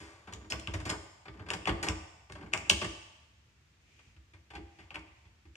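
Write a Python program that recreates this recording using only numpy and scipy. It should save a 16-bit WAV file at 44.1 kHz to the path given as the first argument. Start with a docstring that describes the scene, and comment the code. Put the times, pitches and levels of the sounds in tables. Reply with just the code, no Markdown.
"""A ratcheting pipe threader, worked by hand on a pipe held in a bench vice.
On three swings of the handle the pawl snaps, steel squeaks and the loose die head clatters and rings.
Each blow passes through the vice and thuds in the bench. After a pause a hand works the pawl knob:
the hollow handle knocks and the pawl gives a few quiet clacks, while a soft hiss comes and goes.
Around it all is a reverberant workshop with a faint bed of still air."""
import sys
import numpy as np
from scipy import signal
from scipy.fft import rfft, irfft, next_fast_len
from scipy.io import wavfile

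SR = 44100
rng = np.random.default_rng(int(sys.argv[2]) if len(sys.argv) > 2 else 0)


def materialize(psi):
    """Save the field psi as 16-bit PCM at rate SR to the path in sys.argv[1].

    A 1-D psi becomes a single channel; in a 2-D psi each row is a channel.
    """
    bounded = np.clip(np.atleast_2d(psi).T, -1, 1)
    quanta = np.round(bounded * 32767).astype(np.int16)
    wavfile.write(sys.argv[1], SR, quanta)


N = 245195


def amp(db):
    return 10 ** (np.asarray(db) / 20)


def seconds(length_s):
    return np.arange(int(length_s * SR)) / SR


def curve_at(points, hz):
    """Read a curve drawn in straight lines over log frequency."""
    freqs, values = np.transpose(points)
    return np.interp(np.log(hz + 1), np.log(freqs), values)


def at_level(sound, db):
    """Give a sound the energy of one millisecond at this level."""
    return sound * amp(db) * np.sqrt(SR / 1000 / (np.sum(sound ** 2) + 1e-20))


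def place(mix, start_s, sound, db):
    """Drop a hit into the mix at this time and level."""
    part = mix[max(round(start_s * SR), 0):][:len(sound)]
    part += at_level(sound, db)[:len(part)]


def eq_impulse(points, size=4096):
    """The minimum-phase impulse response of an EQ curve."""
    log_gain = np.log(amp(curve_at(points, abs(np.fft.fftfreq(size, 1 / SR)))))
    return np.fft.ifft(np.exp(np.conj(signal.hilbert(log_gain)))).real[:size // 2]


# How alike left and right are in the room: freq_hz, correlation
STEREO_LIKENESS = [(60, 1), (130, 0.94), (290, 0.88), (640, 0.2), (1300, 0), (16000, 0)]

def diffuse(pair):
    """Blend two unrelated signals into a diffuse field: centred in the bass, wide above."""
    left, other = rfft(pair)
    hz = np.fft.rfftfreq(pair.shape[1], 1 / SR)
    likeness = np.clip(curve_at(STEREO_LIKENESS, hz), -1, 1)
    right = likeness * left + np.sqrt(1 - likeness ** 2) * other
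    return irfft(np.array([left, right]), pair.shape[1])


def hiss(eq):
    """Diffuse noise of rms 1, coloured by an EQ curve."""
    size = next_fast_len(N)
    gain = amp(curve_at(eq, np.fft.rfftfreq(size, 1 / SR)))
    coloured = irfft(rfft(rng.standard_normal((2, size))) * gain, size)
    noise = diffuse(coloured)[:, :N]
    return noise / noise.std()


# Colour of the room tone: freq_hz, gain_db
AIR_EQ = [(20, -16.5), (45, -11.5), (70, 6.5), (120, -1), (170, -10), (320, -16), (600, -21.5), (1200, -20),
          (2400, -17.5), (4000, -24), (7000, -26.5), (9000, -36), (10000, -39.5), (15000, -43.5)]

def room_tone(level_db=-65):
    """The still air of the shop: a low, steady bed."""
    return amp(level_db) * hiss(AIR_EQ)


# Length of the reverb tail: freq_hz, t60_s
REVERB_DECAY = [(60, 0.7), (250, 0.25), (700, 1), (1500, 1), (3000, 1), (6000, 0.99), (9000, 0.85),
                (14000, 0.81)]
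# Colour of the reverb tail: freq_hz, gain_db
REVERB_EQ = [(60, -4), (250, -3), (700, -2.5), (1500, -9), (3000, -9), (6000, -8), (14000, -12.5)]

def workshop_reverb(sound, early_db=-5, predelay_s=.003, early_decay_s=.02, build_s=.008):
    """Quick scatter from the cluttered bench and near wall, then the tail of the room."""
    t = seconds(1.2)
    taps = rng.standard_normal((2, len(t))) * (rng.random((2, len(t))) < 3000 / SR)
    early = diffuse(taps * (t > predelay_s) * np.exp(-t / early_decay_s))
    early *= amp(early_db) / np.linalg.norm(early[0])
    hz, frame_s, bands = signal.stft(diffuse(rng.standard_normal((2, len(t)))), SR, nperseg=256)
    decay_rate = np.log(1000) / curve_at(REVERB_DECAY, hz)[:, None]
    fade = np.exp(-decay_rate * frame_s) * np.sqrt(2 * decay_rate / SR)  # unit energy in each band
    bands *= amp(curve_at(REVERB_EQ, hz))[:, None] * fade
    tail = signal.istft(bands, SR, nperseg=256)[1][:, :len(t)] * (1 - np.exp(-t / build_s))
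    return signal.fftconvolve(sound[None], early + tail, axes=1)[:, :N]


# Pan of the tool, band by band: freq_hz, left_over_right_db
TOOL_PAN = [(100, -1.5), (300, -.5), (700, 2), (1300, 1.5), (2400, 3.5), (4400, -7.5), (7000, 3),
            (14000, 0.5)]

def direct_path(sound):
    """The direct sound arrives on the left first, and each band leans to one side."""
    size = next_fast_len(N + 500)
    hz, spectrum = np.fft.rfftfreq(size, 1 / SR), rfft(sound, size)
    lag_s = np.interp(hz, [1400, 2400, 14000], [.0001, .00034, .00031])
    lean = amp(curve_at(TOOL_PAN, hz) / 2)
    right = spectrum / lean * np.exp(-2j * np.pi * hz * lag_s)
    return irfft(np.array([spectrum * lean, right]), size)[:, :N]


# Swells of the soft hiss: middle_s, length_s, level_db
HISS_SWELLS = [(3.997, .42, -67), (4.78, 0.32, -70), (5.2, .3, -73)]
# Colour of the soft hiss: freq_hz, gain_db
SOFT_HISS_EQ = [(150, -14), (330, 7), (700, -13), (1500, -8), (2400, 9), (4000, -8), (6500, -4),
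                (8800, -15), (10000, -25), (15000, -32)]

def soft_hiss():
    """A faint, airy hiss, strongest near 2.4 kHz, that swells and fades."""
    t = np.arange(N) / SR
    envelope = sum(amp(db) * np.cos(np.pi * np.clip((t - middle_s) / length_s, -.5, .5))
                   for middle_s, length_s, db in HISS_SWELLS)
    return hiss(SOFT_HISS_EQ) * envelope


def bench_jolts(wobbles, bench_hz=108, heavy_db=-25.5, sag_hz_per_db=4, soft_push_hz=80):
    """Blows pass through the vice into the bench. Returns start_s, boom_db, boards_db, pitch_hz."""
    hard = [(start_s, jolt_db, db + casting_db(treble_db, decay_s) - 2.5)
            for start_s, db, treble_db, decay_s, jolt_db in DIE_CLATTERS]
    hard += [(start_s, jolt_db, jolt_db - 8) for start_s, *_, jolt_db in PAWL_SNAPS]
    hard += [(start_s, db + 8, db + 9) for start_s, db in wobbles]
    # A heavy jolt booms lower; a soft push of the hand rocks the whole bench slowly.
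    jolts = [(start_s, db, boards_db, bench_hz - sag_hz_per_db * max(db - heavy_db, 0))
             for start_s, db, boards_db in hard]
    return jolts + [(start_s, jolt_db, db - 7.5, soft_push_hz)
                    for start_s, db, *_, jolt_db in HANDLE_KNOCKS]


# Low rumble of the bench: freq_hz, gain_db
RUMBLE_EQ = [(25, -40), (45, -15.5), (62, 9), (125, 1), (160, -12.5), (300, -35), (700, -72.5)]
# Hollow knock of its boards: freq_hz, gain_db
BOARDS_EQ = [(90, -26.5), (150, -2.5), (205, 3), (245, -6.5), (285, 3.5), (305, 0), (326, 6.5), (360, -6.5),
             (430, -3.5), (560, -19.5), (1500, -60)]

def bench_thuds(jolts, lag_s=.005, boom_swell_s=.0093, boards_swell_s=.012, pitch_spread=.04):
    """The heavy bench answers late and swings up into a boom; its boards knock above it."""
    out, t = np.zeros(N), seconds(.22)
    rumble_eq, boards_eq = eq_impulse(RUMBLE_EQ), eq_impulse(BOARDS_EQ)
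    boom_env, boards_env = t * np.exp(-t / boom_swell_s), t * np.exp(-t / boards_swell_s)
    for struck_s, boom_db, boards_db, pitch_hz in jolts:
        start_s = struck_s + lag_s
        hz = pitch_hz * (1 + pitch_spread * rng.standard_normal())
        rumble, knock = rng.standard_normal((2, len(t)))
        place(out, start_s, boom_env * np.sin(2 * np.pi * hz * t), boom_db - 3)
        place(out, start_s, signal.fftconvolve(boom_env * rumble, rumble_eq), boom_db - 5)
        place(out, start_s, signal.fftconvolve(boards_env * knock, boards_eq), boards_db)
    return out


# The hand bumps the handle around the pawl knob:
# start_s, level_db, upper_modes_db, rattle_db, rattle_decay_s, bench_jolt_db
HANDLE_KNOCKS = [(3.99, -72, -8, -50.5, .006, -55), (4.065, -77, -20, -62, .016, -38),
                 (4.163, -57.5, -25, -55.5, .008, -42), (4.334, -53, -26, -47.5, 0.017, -41.5),
                 (4.503, -46.5, 6, -42, .011, -42), (4.534, -38.5, 5.5, -44, 0.017, -45),
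                 (4.55, -38, 5, -34.5, 0.013, -33.5), (4.577, -33.5, -14, -53, .016, -33),
                 (4.786, -46, -6, -42.5, 0.039, -38), (4.906, -49.5, 12, -44.5, .007, -42),
                 (4.942, -43.5, 1, -34.5, .012, -50), (4.96, -37, -20, -44, .008, -38.5),
                 (5.06, -68, -5, -59, .016, -41.5), (5.25, -59, -5, -55.5, .014, -41.5),
                 (5.452, -49.5, -12, -55.5, 0.011, -39)]
# Resonances of the hollow handle: pitch_hz, gain_db, t60_s
HANDLE_MODES = [(326, 3, 0.084), (420.1, -10.5, 0.13), (730, -4, .1), (804.6, 2.5, .06), (935, -5.5, .1),
                (1190, -8.5, .11), (1530, -8, .11)]

def handle_knocks(wobbles, swell_s=.0019, scrape=1.6):
    """A dull push and a short scrape ring the steel tube; the wobbling die head makes it hum."""
    out, t = np.zeros(N), seconds(.2)
    bumps = [knock[:3] for knock in HANDLE_KNOCKS]
    hums = [(start_s, db + .5, -25) for start_s, db in wobbles]  # mostly the lowest mode
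    for start_s, db, upper_db in bumps + hums:
        tone = np.zeros(len(t))
        for mode, (hz, mode_db, t60_s) in enumerate(HANDLE_MODES):
            push = t * np.exp(-t / swell_s) * (1 + scrape * rng.standard_normal(len(t)))
            envelope = signal.lfilter([1], [1, -np.exp(-np.log(1000) / (t60_s * SR))], push)
            gain = amp(mode_db + upper_db * (mode > 0))
            tone += gain * envelope * np.sin(2 * np.pi * (hz * t + rng.random()))
        place(out, start_s, tone, db)
    return out


# Resonances of the die head and pipe: pitch_hz, gain_db, t60_s
STEEL_MODES = [(460, -9, .4), (556, -7, 0.22), (590, -4.5, .4), (920, -8, .6), (1180, -0.5, .55),
               (1207, -7, .45), (1540, -9.5, .4), (1736, -12, 0.65), (2000, -8.5, 0.9), (2880, -12.5, .7),
               (3025, -7.5, .6), (3070, -12.5, 0.39), (3200, -8.5, 0.65), (5150, -5.5, .7),
               (5720, -7.5, 0.96), (6650, -1, .55), (8807, -10.5, .5)]

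def steel_ring(hits, ring_db=-61):
    """The steel rings on after every blow; each mode has its own phase left and right."""
    t = seconds(.99)
    ring = sum(amp(db - 60 * t / t60_s) * np.sin(2 * np.pi * (hz * t + rng.random((2, 1))))
               for hz, db, t60_s in STEEL_MODES)
    return amp(ring_db) * signal.fftconvolve(hits[None], ring, axes=1)[:, :N]


# Short, high squeaks: start_s, level_db, pitch_hz, swell_s
STEEL_SQUEAKS = [(0.334, -41.5, 6960, .0013), (0.503, -30.5, 5310, .009), (.888, -31, 5225, .008),
                 (1.507, -40, 6900, .004), (1.885, -30.5, 7084, .002), (2.535, -31, 6980, .001),
                 (2.699, -20.5, 5716, .002)]

def steel_squeaks(waver_hz=110):
    """Steel sticks and slips on steel for a moment: a narrow, unsteady whistle."""
    out, t = np.zeros(N), seconds(.08)
    for start_s, db, hz, swell_s in STEEL_SQUEAKS:
        waver = signal.lfilter([1], [1, -np.exp(-np.pi * waver_hz / SR)], rng.standard_normal(len(t)))
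        cycles = np.cumsum(hz + waver_hz * waver / waver.std()) / SR
        place(out, start_s, t * np.exp(-t / swell_s) * np.sin(2 * np.pi * cycles), db)
    return out


# Swings of the handle: start_s, stop_s, wobble_db
HANDLE_SWINGS = [(0.358, .9, -52), (1.331, 1.9, -52), (2.38, 2.72, -48.5)]

def die_wobbles(rate_hz=22, jitter_s=.008, spread_db=1):
    """During a swing the loose die head rocks unevenly on the pipe. Returns start_s, level_db."""
    even = np.array([(at_s, db) for start_s, stop_s, db in HANDLE_SWINGS
                     for at_s in np.arange(start_s, stop_s, 1 / rate_hz)])
    return even + rng.standard_normal((100, 2))[:len(even)] * [jitter_s, spread_db]


def casting_db(treble_db, decay_s, full_decay_s=.011):
    """Relative level of the body: a dull, long blow moves the casting more than a bright, brief one."""
    brevity_db = 20 * np.log10(min(decay_s / full_decay_s, 1))
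    return -1.5 - .3794 * treble_db + brevity_db


def loose_blow(start_s, db, treble_db, decay_s):
    """A blow on the free die head. Returns start_s, level_db, body_db, treble_db, decay_s."""
    return start_s, db, casting_db(treble_db, decay_s), treble_db, decay_s


# The die head clatters on the pipe, mostly as a swing starts and stops:
# start_s, level_db, relative_treble_db, decay_s, bench_jolt_db
DIE_CLATTERS = [(0, -37, -4.5, 0.13, -35.5), (.272, -40.5, -15, 0.022, -37), (.324, -40, -5, 0.0078, -34),
                (0.5, -34, 3.5, 0.017, -50), (0.596, -42, 1.5, 0.0023, -36),
                (.737, -28.5, -7, 0.0087, -19.5), (.8, -38.5, -6, 0.011, -26.5),
                (.852, -29.5, -4.5, 0.024, -28), (.893, -26, -4, .012, -29), (.91, -36.5, -25.5, .018, -28),
                (1.254, -42.5, -16, 0.008, -43), (1.281, -39, -22.5, .004, -33.5),
                (1.393, -44, -18.5, 0.01, -29.5), (1.463, -44.5, -15, 0.016, -42),
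                (1.486, -35, -10, .006, -42), (1.533, -27.5, -4.5, 0.0084, -33),
                (1.671, -20.5, -14.5, 0.0088, -29), (1.691, -23, -16.5, 0.0057, -15),
                (1.827, -24.5, -2.5, 0.014, -36), (1.866, -28, -10.5, 0.018, -31.5),
                (2.296, -43, -14.5, 0.0098, -35), (2.321, -40.5, -4, .003, -35),
                (2.351, -41.5, -13, 0.011, -35), (2.409, -44.5, -17.5, 0.017, -38.5),
                (2.531, -31, -8.5, 0.0034, -37.5), (2.6954, -17, 1.5, 0.0039, -28.5),
                (2.8145, -25.5, -11, .009, -30), (2.844, -28, -7, 0.0068, -23.5)]

def die_blows(wobbles, bounce_s=.035, held_body_db=-5.5, held_treble_db=-14.5):
    """Everything that rattles the die head: clatters, pawl snaps, knocks of the hand and wobbles."""
    blows = [loose_blow(*clatter[:4]) for clatter in DIE_CLATTERS]
    for start_s, db, *_ in PAWL_SNAPS:
        # Each snap shakes the head and the pawl bounces once; its spring limits both.
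        shake_db, bounce_db = min(db - 12.5, -31.5), min(db - 20.5, -37.5)
        blows.append(loose_blow(start_s, shake_db, treble_db=-23, decay_s=.011))
        blows.append(loose_blow(start_s + bounce_s, bounce_db, treble_db=-6, decay_s=.003))
    blows += [(start_s, rattle_db, held_body_db, held_treble_db, decay_s)
              for start_s, _, _, rattle_db, decay_s, _ in HANDLE_KNOCKS]
    return blows + [loose_blow(start_s, db, treble_db=-13, decay_s=.011) for start_s, db in wobbles]


def chatter(decay_s, attack_s, hits_per_s=2200, spread_db=2, grit=.36):
    """A dying run of tiny impacts of uneven size, with fine scraping between them."""
    t = seconds(.4)
    hits = rng.random(len(t)) < hits_per_s / SR
    sizes = amp(spread_db * np.minimum(rng.exponential(1, len(t)), 3))
    run = hits * sizes * rng.choice([-1, 1], len(t)) + grit * rng.standard_normal(len(t))
    envelope = np.exp(-t / decay_s) * (1 - np.exp(-t / attack_s))
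    return (run * envelope)[t < 10 * decay_s]


# Body of the heavy casting: freq_hz, gain_db
BODY_EQ = [(200, -22.5), (380, 3), (440, -4.5), (490, -7), (600, 1.5), (720, -3), (930, 2), (1040, -1),
           (1170, 4), (1320, -7), (1500, 0.5), (2100, -18), (4000, -61.5)]
# Midrange clack of the small hard parts: freq_hz, gain_db
CLACK_EQ = [(900, -33.5), (1500, -4.5), (1850, 5.5), (2400, 3), (3000, -2), (3450, -3.5), (3850, -15.5),
            (4600, -8), (8000, -58)]
# Their bright top end: freq_hz, gain_db
TREBLE_EQ = [(2800, -28), (4000, -4.5), (4700, -2), (5400, 0), (6150, -7), (6900, 1.5), (7600, -2),
             (8900, -5), (9600, -21.5), (11500, -16.5), (12400, -29), (14000, -21.5), (15000, -33)]

def die_rattle(blows, casting_stretch=1.4):
    """Play between die, head and pipe: small hard parts chatter, and the casting settles later."""
    out = np.zeros(N)
    body, clack, treble = map(eq_impulse, (BODY_EQ, CLACK_EQ, TREBLE_EQ))
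    for start_s, db, body_db, treble_db, decay_s in blows:
        quick = chatter(decay_s, attack_s=.00099)
        slow = chatter(decay_s * casting_stretch, attack_s=.0055)
        for drive, eq, layer_db in (slow, body, body_db), (quick, clack, 0), (quick, treble, treble_db):
            place(out, start_s, signal.fftconvolve(drive, eq), db + layer_db)
    return out


# Pawl snaps and hard steel contacts: start_s, level_db, pitch_hz, relative_treble_db, bench_jolt_db
PAWL_SNAPS = [(.336, -39.5, 3280, -0.5, -33.5), (0.522, -23.5, 2660, -9, -25.5),
              (0.6734, -29, 2850, -13.5, -22), (0.9006, -27.5, 3130, 1.5, -31),
              (1.5037, -21.5, 2670, -10, -32.5), (1.656, -28.5, 2694, -13, -30.5),
              (1.886, -23, 2634, -2, -19.5), (2.536, -18, 2520, -9, -30.5), (2.576, -33.5, 2700, -0.5, -34),
              (2.699, -10, 2964, -9.5, -20.5), (4.906, -39.5, 2700, -24, -55),
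              (4.957, -30.5, 2450, -19, -39.5), (5.555, -44.5, 2570, -9, -55)]

def pawl_snaps(ping_swell_s=.00036, tick_swell_s=.00056, body_db=-17.5, clack_db=-9):
    """Each snap is a few cycles of heavily damped steel tone, with a bright tick and a little body."""
    out, t = np.zeros(N), seconds(.03)
    body, clack, treble = map(eq_impulse, (BODY_EQ, CLACK_EQ, TREBLE_EQ))
    for start_s, db, hz, treble_db, _ in PAWL_SNAPS:
        ping = t * np.exp(-t / ping_swell_s) * np.sin(2 * np.pi * hz * t)
        place(out, start_s, ping, db)
        tick = t * np.exp(-t / tick_swell_s) * rng.standard_normal(len(t))
        for eq, layer_db in (body, body_db), (clack, clack_db), (treble, treble_db):
            place(out, start_s, signal.fftconvolve(tick, eq), db + layer_db)
    return out


def scene():
    """Threader and bench, heard directly and through the workshop, over the room tone."""
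    wobbles = die_wobbles()
    steel = pawl_snaps() + steel_squeaks() + die_rattle(die_blows(wobbles))
    work = steel + bench_thuds(bench_jolts(wobbles)) + handle_knocks(wobbles)
    return direct_path(work) + steel_ring(steel) + workshop_reverb(work) + soft_hiss() + room_tone()


def record(dry, low_cut_hz=46, high_cut_hz=15500):
    """Roll off the deepest bass and cut the very top."""
    low_cut = signal.butter(4, low_cut_hz, "highpass", fs=SR, output="sos")
    high_cut = signal.firwin(511, high_cut_hz, window=("kaiser", 9), fs=SR)
    return signal.oaconvolve(signal.sosfilt(low_cut, dry), high_cut[None], "same")


dry = scene()
out = record(dry)
materialize(out)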